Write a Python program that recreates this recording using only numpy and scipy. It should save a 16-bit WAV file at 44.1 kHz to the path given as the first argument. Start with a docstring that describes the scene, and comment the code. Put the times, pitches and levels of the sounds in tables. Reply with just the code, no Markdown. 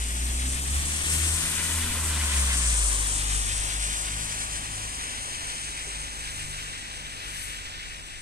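"""First one hears the boom of an engine and the wet hiss of tyres: a car passes a balcony from left to right.
Harmonic engine orders follow the firing rate, which falls just after the car is abreast; filtered noise and
droplet ticks make the tyres, combed by wall echoes. Two ports of a phone hear them with a lag set by bearing.
As the car goes off between snowy houses its echo returns along the slushy street and hollows the hiss.
A second engine hums far off, a damped mode gives one dull knock, and light air rumbles at the ports."""
import sys
import numpy as np
from scipy import signal
from scipy.fft import rfft, irfft, next_fast_len
from scipy.io import wavfile
from scipy.ndimage import map_coordinates

SR = 44100
rng = np.random.default_rng(int(sys.argv[2]) if len(sys.argv) > 2 else 0)


def wav_out(sig):
    """Save sig, one row per channel (or a flat mono array), as 16-bit PCM at SR to the path in sys.argv[1]."""
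    wavfile.write(sys.argv[1], SR, np.round(np.clip(np.atleast_2d(sig).T, -1, 1) * 32767).astype(np.int16))


N = 362061

# Engine speed, pulling and then coasting: (time [s], firing rate [Hz])
FIRING_RATE = [(0, 58.54), (.42, 63), (1.0, 75.66), (1.39, 80.26), (1.83, 80.16), (2.1, 77.4), (2.26, 71.9),
               (2.65, 59.5), (2.81, 52.47), (3.08, 50.24), (4.66, 52.63), (5.8, 52.05), (6.3, 50.4),
               (7.4, 48.1), (8.21, 43.55)]
# Exhaust boom before its waver: (time [s], level [dB])
BOOM_LEVEL = [(0, -27), (.9, -30), (1.03, -38.5), (1.13, -28.5), (1.35, -26.5), (1.45, -42), (1.95, -31.5),
              (2.45, -26.5), (3.35, -30), (4.85, -43.5), (5.3, -53.5), (5.8, -45.5), (6.15, -44.5),
              (6.8, -50), (7.3, -47), (8.21, -53)]
# Engine orders together, sinking while the throttle is shut: (time [s], level [dB])
OVERTONE_LEVEL = [(0, -47), (.65, -46), (1.0, -43.5), (1.7, -44.5), (2.1, -46), (2.3, -55), (2.95, -46),
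                  (3.35, -41.5), (4.0, -45.5), (4.85, -47), (5.25, -54.5), (5.9, -57), (6.35, -51.5),
                  (6.9, -56), (7.4, -51.5), (8.21, -61)]
# Third order, droning at top revs, again as the revs fall, and more softly from 3.4 to 4.4 s:
# (time [s], level [dB])
DRONE_LEVEL = [(0, -66), (1.25, -62), (1.65, -58.5), (1.88, -46), (2.05, -62), (2.25, -47.5), (2.6, -47.5),
               (2.95, -67), (3.4, -53), (4.4, -53), (5.2, -66.5), (6.3, -56), (7.3, -62), (8.21, -71)]
# Orders other than the third, under load: (multiple of the firing rate [1], relative level [dB])
PULLING_ORDERS = [(.5, -5.5), (2, 2.5), (2.5, -17), (3.5, -19), (4, -8), (4.5, -30), (5, -17), (6, -18.5)]
# The same when cruising: (multiple of the firing rate [1], relative level [dB])
CRUISING_ORDERS = [(.5, -3), (2, 1.5), (4, -17), (6, -16)]
# Resonances that the orders sweep through: (centre [Hz], width [Hz], level [dB])
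SILENCER_MODES = [(249, 23, 4.5), (381, 41, -3.5)]
# The driver lifts off: (start [s], end [s])
LIFT_OFF = (2.19, 3)
FADES_DB = 2.5  # the engine orders waver in level together


def engine(wobble=0.00088, boom_rough_db=2.0, far_rough_db=-1.0, rough_db=2.0):
    """Harmonic synthesis: exhaust pulses boom at the firing rate; unequal cylinders add half orders."""
    hz, = curves(FIRING_RATE)
    boom_db, = curves(BOOM_LEVEL)
    overtone_db, = curves(OVERTONE_LEVEL)
    drone_db, = curves(DRONE_LEVEL)
    load, = curves([(LIFT_OFF[0], 1), (LIFT_OFF[1], 0)])
    phase = 2 * np.pi * np.cumsum(hz * (1 + wobble * walk(10))) / SR

    orders = np.sqrt(2) * undb(drone_db) * np.sin(3 * phase)
    for table, share in ((PULLING_ORDERS, load), (CRUISING_ORDERS, 1 - load)):
        stack = np.zeros(N)
        for multiple, db in table:
            level = undb(db + rough_db * np.tanh(walk(9.8)))
            stack += level * np.sin(multiple * phase + 2 * np.pi * rng.random())
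        orders = orders + np.sqrt(share) * unit(stack) * undb(overtone_db)
    orders = filtered(orders, silencer)

    # The boom wavers more when the car is far
    distance, _ = position()
    waver_db = far_rough_db * (1 - 1 / distance) * walk(3.24)
    boom = unit(np.sin(phase) * undb(boom_rough_db * walk(13)))
    return boom * undb(boom_db + waver_db) + orders * undb(FADES_DB * walk(7))


def silencer(f):
    """Resonance: each damped mode adds its peak to the direct transmission."""
    gain = 1
    for centre_hz, width_hz, db in SILENCER_MODES:
        gain = gain + undb(db) / (1 + 1j * (f ** 2 - centre_hz ** 2) / (f * width_hz))
    return gain


# Tyre spectra, from carcass rumble up to fine mist: (frequency [Hz], relative density [dB per Hz])
RUMBLE_SPECTRUM = [(15, 7.5), (35, 7), (70, 6.5), (120, -1.5), (250, 5), (330, -0.5), (450, -11), (700, -6),
                   (1500, -26)]
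ROAR_SPECTRUM = [(200, -10.5), (420, -3), (650, -1), (850, 1.5), (1050, 6), (1350, 2.5), (1800, -12),
                 (3500, -20.5)]
SWISH_SPECTRUM = [(800, -23), (1200, -2.5), (1500, 1.1), (2000, 3), (2800, 1.5), (3400, 3), (4500, -1.5),
                  (6000, -5.5), (9000, -25)]
SPRAY_SPECTRUM = [(1500, -23), (3000, -12.5), (4500, -3.5), (6200, 3.5), (8700, 3), (9400, 1.5),
                  (10200, -5.5), (11000, -15), (14000, -50)]
MIST_SPECTRUM = [(3000, -10), (7000, 6), (10000, 10), (11500, 7.5), (13000, 5), (14500, -10.5)]
# How each carries: (level abreast [dB], loss per doubling of distance [dB],
# gain straight behind and equal loss straight ahead [dB])
RUMBLE_REACH = (-42, 5.3, -3.5)
ROAR_REACH = (-43.5, 3.1, 3)
SWISH_REACH = (-34.5, 4.2, 1.48)
SPRAY_REACH = (-32.5, 9.5, 3)
MIST_REACH = (-41, 12.4, -2.6)
# Wetter and drier stretches of road:
# (time [s], half length [s], extra roar [dB], extra swish [dB], extra spray [dB], extra mist [dB])
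WET_STRETCHES = [(1.194, 0.44, 0.5, 1.5, 3, 1.5), (1.16, 0.059, -0.5, 1.5, 1.5, 4),
                 (1.61, 0.36, -0.5, 2, 0.4, 1.5), (1.979, 0.38, 1, -1.5, -4, 3.5),
                 (2.36, 0.31, 2.5, 2.5, 1.7, -0.5), (2.75, 0.13, .5, -0.5, 2.5, -1),
                 (3.08, 0.15, 1.5, -2, 2, -1), (3.95, 0.35, 0.5, 1, -0.5, -1),
                 (4.692, 0.15, 0.5, -1.5, -2.5, -5), (5.542, 0.26, 0, 1, 1.1, -2),
                 (6.426, 0.32, -0.5, 0.5, 1, 12), (7.02, 0.24, -0.5, 1, -3, -9),
                 (7.42, 0.23, -1.5, 2, 1, 21.5), (7.767, 0.2, -0.5, 2, -3.5, -14)]
# Spray hisses fore and aft: loss side-on, and width of that lull as a sine of the bearing
SIDE_ON_DB, SIDE_ON_WIDTH = 2.5, 0.7


def tyres():
    """Directional radiation with distance loss: carcass, tread and thrown water each carry differently.

    Rows 0-3 come straight from the four wheels, rows 4-5 by way of the house fronts."""
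    _, bearing = position()
    side_on_db = SIDE_ON_DB * np.exp(-(bearing / SIDE_ON_WIDTH) ** 2)
    wet_db = sum(np.outer(extra_db, swell(at_s, half_s)) for at_s, half_s, *extra_db in WET_STRETCHES)
    reaches = (ROAR_REACH, SWISH_REACH, SPRAY_REACH, MIST_REACH)
    roar_db, swish_db, spray_db, mist_db = wet_db + [carried(*reach) for reach in reaches]
    sound = rush(RUMBLE_SPECTRUM, carried(*RUMBLE_REACH), surge_db=-0.5, surge_rate=12)
    sound = sound + rush(ROAR_SPECTRUM, roar_db, surge_db=3.0, surge_rate=16)
    sound = sound + rush(SWISH_SPECTRUM, swish_db, surge_db=3.5, surge_rate=24, drops=0.34, drop_rate=540)
    sound = sound + rush(SPRAY_SPECTRUM, spray_db - side_on_db,
                         surge_db=3.0, surge_rate=26, drops=0.47, drop_rate=700)
    return sound + rush(MIST_SPECTRUM, mist_db, surge_db=3.0, surge_rate=16, drops=0.42, drop_rate=1000)


CLUMP_DB, CLUMP_RATE = 1.08, 45  # clumps of slush jolt all wheels together: level swing, turns a second


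def rush(spectrum, level_db, surge_db, surge_rate, drops=0., drop_rate=0, count=6):
    """Turbulent noise plus random impacts: slush flutters on each path and droplets tick."""
    noise = rng.standard_normal((count, N), dtype=np.float32)
    if drops:
        hits = int(count * drop_rate * N / SR)
        sizes = unit(rng.laplace(size=hits)) * np.sqrt(SR / drop_rate)
        noise[rng.integers(count, size=hits), rng.integers(N, size=hits)] += drops * sizes
    surge = np.tanh([walk(surge_rate) for _ in range(count)])
    clumps_db = CLUMP_DB * np.tanh(walk(CLUMP_RATE))
    return unit(colour(noise, spectrum) * undb(surge_db * surge)) * undb(level_db + clumps_db)


SPEED_M_S, LANE_M = 9.48, 16.8  # speed, and distance from the balcony to the lane
ABREAST_S = 1.965  # moment at which the car is level with the balcony


def position(early=0):
    """Plane geometry: distance in lane distances, and sine of the bearing (-1 coming, +1 going)."""
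    along = SPEED_M_S * (np.arange(N) / SR + early - ABREAST_S)
    distance = np.hypot(along, LANE_M)
    return distance / LANE_M, along / distance


HIDDEN_S, HIDDEN_DB_PER_S = 7.72, 7.5  # the houses begin to screen the tyres, which fade at this rate


def carried(abreast_db, fall_db, behind_db=0):
    """Spreading loss, directivity and screening: the level in dB of a sound from the tyres."""
    distance, bearing = position()
    screened_db = HIDDEN_DB_PER_S * np.maximum(np.arange(N) / SR - HIDDEN_S, 0)
    return abreast_db - fall_db * np.log2(distance) + behind_db * bearing - screened_db


END_ON_LAG_MS = 0.5123  # lag between the ports for a sound from far along the street


def at_ports(x, early=0, facing=1):
    """Time difference of arrival: the lag follows the bearing; negative facing is the opposite side."""
    _, bearing = position(early)
    half_lag = facing * END_ON_LAG_MS * bearing * SR / 2000  # samples
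    n = np.arange(N)
    return np.array([map_coordinates(x, [n + sign * half_lag], order=3, mode="nearest")
                     for sign in (-1, 1)])


# Balcony echo, whose lag changes with the angle to the car: (time [s], lag [ms])
BALCONY_ECHO = [(0, 2.4), (1.1, 2.23), (2.8, 1.74), (3.7, 3), (5.3, 2.3), (8.21, 2.72)]
# House wall behind the phone, values with the car abreast: (lag [ms], level [dB])
WALL_ECHOES = [(2.05, -15), (3.05, -16.5)]
BALCONY_DB, ECHO_TOP_HZ = -18, 7000  # rough walls return little above this frequency


def with_echoes(heard):
    """Comb filtering: short reflections interfere with the direct hiss, and the combs slide with the car."""
    distance, _ = position()
    n = np.arange(N)

    def late(ms):
        return np.array([np.interp(n - ms * SR / 1000, n, x) for x in heard])

    echoes = undb(BALCONY_DB) * late(*curves(BALCONY_ECHO))
    for lag_ms, db in WALL_ECHOES:
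        echoes = echoes + undb(db) / distance * late(lag_ms / distance)
    return heard + filtered(echoes, lambda f: 1 / np.hypot(1, (f / ECHO_TOP_HZ) ** 2))


# Tyre sound scattered by the houses: (frequency [Hz], level [dB])
SCATTERED_COLOUR = [(200, -4), (700, -5), (1300, -9), (1900, -5), (3400, -6.5), (5400, -5.5), (9000, -3)]
# Echo returning along the street: (frequency [Hz], level [dB])
RETURNED_COLOUR = [(200, -1.5), (700, -3.5), (1400, -8), (2300, -2), (4400, -9), (6000, -8), (9000, -9)]
RETURN_SHARE = 0.88  # share of the echo's power that returns from behind once the car is far
RETURN_FACING = 0.868  # size of the returning echo's port lag, relative to the car's


def street_echo(a, b, round_trip_s=.05):
    """Diffuse and directed reflection: scatter all round gives way to a hollow return along the street."""
    along = RETURN_SHARE * channelled()
    all_round = colour(from_all_sides(a, b), SCATTERED_COLOUR)
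    delayed = np.roll(b, int(round_trip_s * SR))
    from_behind = colour(at_ports(delayed, facing=-RETURN_FACING), RETURNED_COLOUR)
    return np.sqrt(1 - along) * all_round + np.sqrt(along) * from_behind


PORT_SPACING_S = .0005  # travel time of sound between the ports


def from_all_sides(a, b):
    """Diffuse-field coherence: alike at both ports in the bass, unrelated in the treble."""
    def likeness(f):
        return np.sinc(2 * f * PORT_SPACING_S)

    mid = filtered(a, lambda f: np.sqrt((1 + likeness(f)) / 2))
    side = filtered(b, lambda f: np.sqrt((1 - likeness(f)) / 2))
    return np.array([mid + side, mid - side])


# The sound begins to run along the street: (middle of the change [s], time scale [s])
CHANNEL_ONSET = (4.9, 0.48)


def channelled():
    """Guided propagation: rises from 0 to 1 as the car goes off between the houses."""
    at_s, over_s = CHANNEL_ONSET
    return (1 + np.tanh((np.arange(N) / SR - at_s) / over_s)) / 2


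# Phase by which the left port leads once the car has gone off along the street: (frequency [Hz], phase [rad])
DEPARTING_PHASE = [(300, 0), (1200, .55), (3500, .55), (5400, 0), (7300, -.3), (9000, 0)]


def phase_turned(heard):
    """Phase shift between the ports: it sets in as the car goes off along the street."""
    def turn(f):
        return np.exp(np.outer([.5j, -.5j], np.interp(f, *np.transpose(DEPARTING_PHASE))))

    return heard + channelled() * (filtered(heard, turn) - heard)


# Balance of the treble: (time [s], left minus right [dB])
TREBLE_BALANCE = [(0, 2.5), (.8, -2.5), (1.3, 3.5), (2.05, -2), (3.0, 3), (3.6, 3), (5.0, -0.5),
                  (6.8, -2.5), (7.4, 2.5), (7.7, -3.5), (8.21, 2)]


def shaded(heard, corner_hz=5500):
    """Acoustic shadowing: the phone's body shades one port's treble as the angle to the car changes."""
    pan_db, = curves(TREBLE_BALANCE)
    treble = filtered(heard, lambda f: 1 / (1 + (corner_hz / f) ** 4))
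    return heard + treble * (undb(np.array([pan_db, -pan_db]) / 2) - 1)


# A second engine before its waver: (time [s], firing rate [Hz], peak level [dB])
FAR_ENGINE_COURSE = [(0, 73.4, -69), (3.5, 72.9, -50), (5.9, 73.5, -53), (6.3, 75.4, -53),
                     (7.3, 74.5, -55.5), (7.75, 76, -54.5), (8.21, 78.5, -61)]


def far_engine(second_db=-4, waver_db=3.0):
    """Harmonic synthesis: a distant engine hums on its firing rate and the octave."""
    hz, db = curves(FAR_ENGINE_COURSE)
    phase = 2 * np.pi * np.cumsum(hz) / SR
    hum = 0
    for multiple, order_db in ((1, 0), (2, second_db)):
        hum = hum + undb(db + order_db + waver_db * walk(6)) * np.sin(multiple * phase)
    return hum


# One dull knock: (frequency [Hz], 60 dB decay time [s], level at onset [dB], thud relative to mode [dB])
KNOCK_MODE = (404, 0.16, -43, -7)
KNOCK_S = 5.868  # onset


def knock():
    """Damped vibration: a mode decays exponentially with a dull noise thud around it."""
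    hz, t60_s, db, thud_db = KNOCK_MODE
    age = np.arange(N) / SR - KNOCK_S
    fade = (age > 0) * undb(db - 60 * np.abs(age) / t60_s)
    thud = unit(filtered(rng.standard_normal(N), lambda f: 1 / (1 + (f / hz - hz / f) ** 2)))
    return fade * (np.sin(2 * np.pi * hz * age) + undb(thud_db) * thud)


# Light air at the ports: (frequency [Hz], relative density [dB per Hz])
BREEZE_SPECTRUM = [(12, 3), (32, 6), (60, 0), (120, -5), (400, -46)]
# Stronger and weaker puffs: (time [s], half length [s], relative level [dB])
PUFFS = [(0.778, 0.13, 15), (1.42, .1, -6), (3.505, 0.29, 16), (6.4, .2, 6)]


def breeze(db=-49, gust_db=2):
    """Turbulent pressure noise: light air rumbles at each port independently, with common puffs."""
    puffs_db = sum(extra_db * swell(at_s, half_s) for at_s, half_s, extra_db in PUFFS)
    rumble = colour(rng.standard_normal((2, N)), BREEZE_SPECTRUM)
    return unit(rumble * undb(puffs_db + gust_db * walk(1.02))) * undb(db)


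def undb(db):
    """Logarithmic level: decibels to amplitude gain."""
    return np.exp(np.asarray(db) * (np.log(10) / 20))


def curves(table):
    """Linear interpolation: the columns of a table at every sample."""
    s, *columns = np.transpose(table)
    return [np.interp(np.arange(N) / SR, s, c) for c in columns]


def unit(x):
    """Power normalisation: scale to rms 1."""
    return x / np.sqrt(np.mean(x ** 2))


def filtered(x, gain_at):
    """Linear filtering: multiply the spectrum by a gain given as a function of frequency."""
    size = next_fast_len(N + 4096, real=True)
    gain = gain_at(np.maximum(np.fft.rfftfreq(size, 1 / SR), 1)).astype(np.complex64)
    return irfft(rfft(x.astype(np.float32), size) * gain, size)[..., :N]


def colour(x, points):
    """Spectral shaping: filter by (Hz, dB) points joined on a log-frequency axis."""
    hz, db = np.transpose(points)
    return filtered(x, lambda f: undb(np.interp(np.log(f), np.log(hz), db)))


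def walk(rate):
    """Band-limited random modulation: spread near 1 and about rate turns a second."""
    steps = rng.standard_normal(2048) * np.sqrt(3 / 2)
    return np.interp(np.linspace(0, rate * N / SR, N), np.arange(len(steps)), steps)


def swell(at_s, half_s):
    """Gaussian envelope: a smooth rise to 1 and fall around a moment."""
    return np.exp(-((np.arange(N) / SR - at_s) / half_s) ** 2)


def scene(wheelbase_s=0.54):
    """Superposition of sources: wheels pass each bearing in turn, so the hiss is widest when closest."""
    *wheels, echo_a, echo_b = tyres()
    offsets = wheelbase_s * np.linspace(-.5, .5, len(wheels))
    direct = sum(at_ports(wheel, early) for wheel, early in zip(wheels, offsets)) / 2
    hiss = undb(-2.37) * with_echoes(direct) + street_echo(echo_a, echo_b)
    return shaded(phase_turned(hiss)) + engine() + far_engine() + breeze() + knock()


# Colour of the ports: (frequency [Hz], left level [dB], right level [dB])
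PORT_COLOUR = [(300, .2, -.2), (850, -.7, .3), (1200, 0, 0), (1850, 2.3, -.7), (2130, 0, -1.8),
               (2450, 2, -.7), (2900, 2.2, -1.2), (4300, -.5, -1), (6200, 3, -.8), (7200, 3.3, 2.8),
               (8100, 8.5, 7), (8700, 11, 3.5), (9400, 8.5, -2), (10600, 3, -2), (14500, 3, -5)]
CUT_HZ = 14400


def record(dry):
    """Cavity resonance and low-pass filtering: each port rings in the treble, and the top is cut steeply."""
    hz, *sides = np.transpose(PORT_COLOUR)
    heard = np.array([colour(x, np.column_stack([hz, db])) for x, db in zip(dry, sides)])
    low_pass = signal.ellip(12, .1, 80, CUT_HZ, fs=SR, output="sos")  # 0.1 dB ripple, 80 dB stop band
    return signal.sosfilt(low_pass, heard)


dry = scene()
out = record(dry)
wav_out(out)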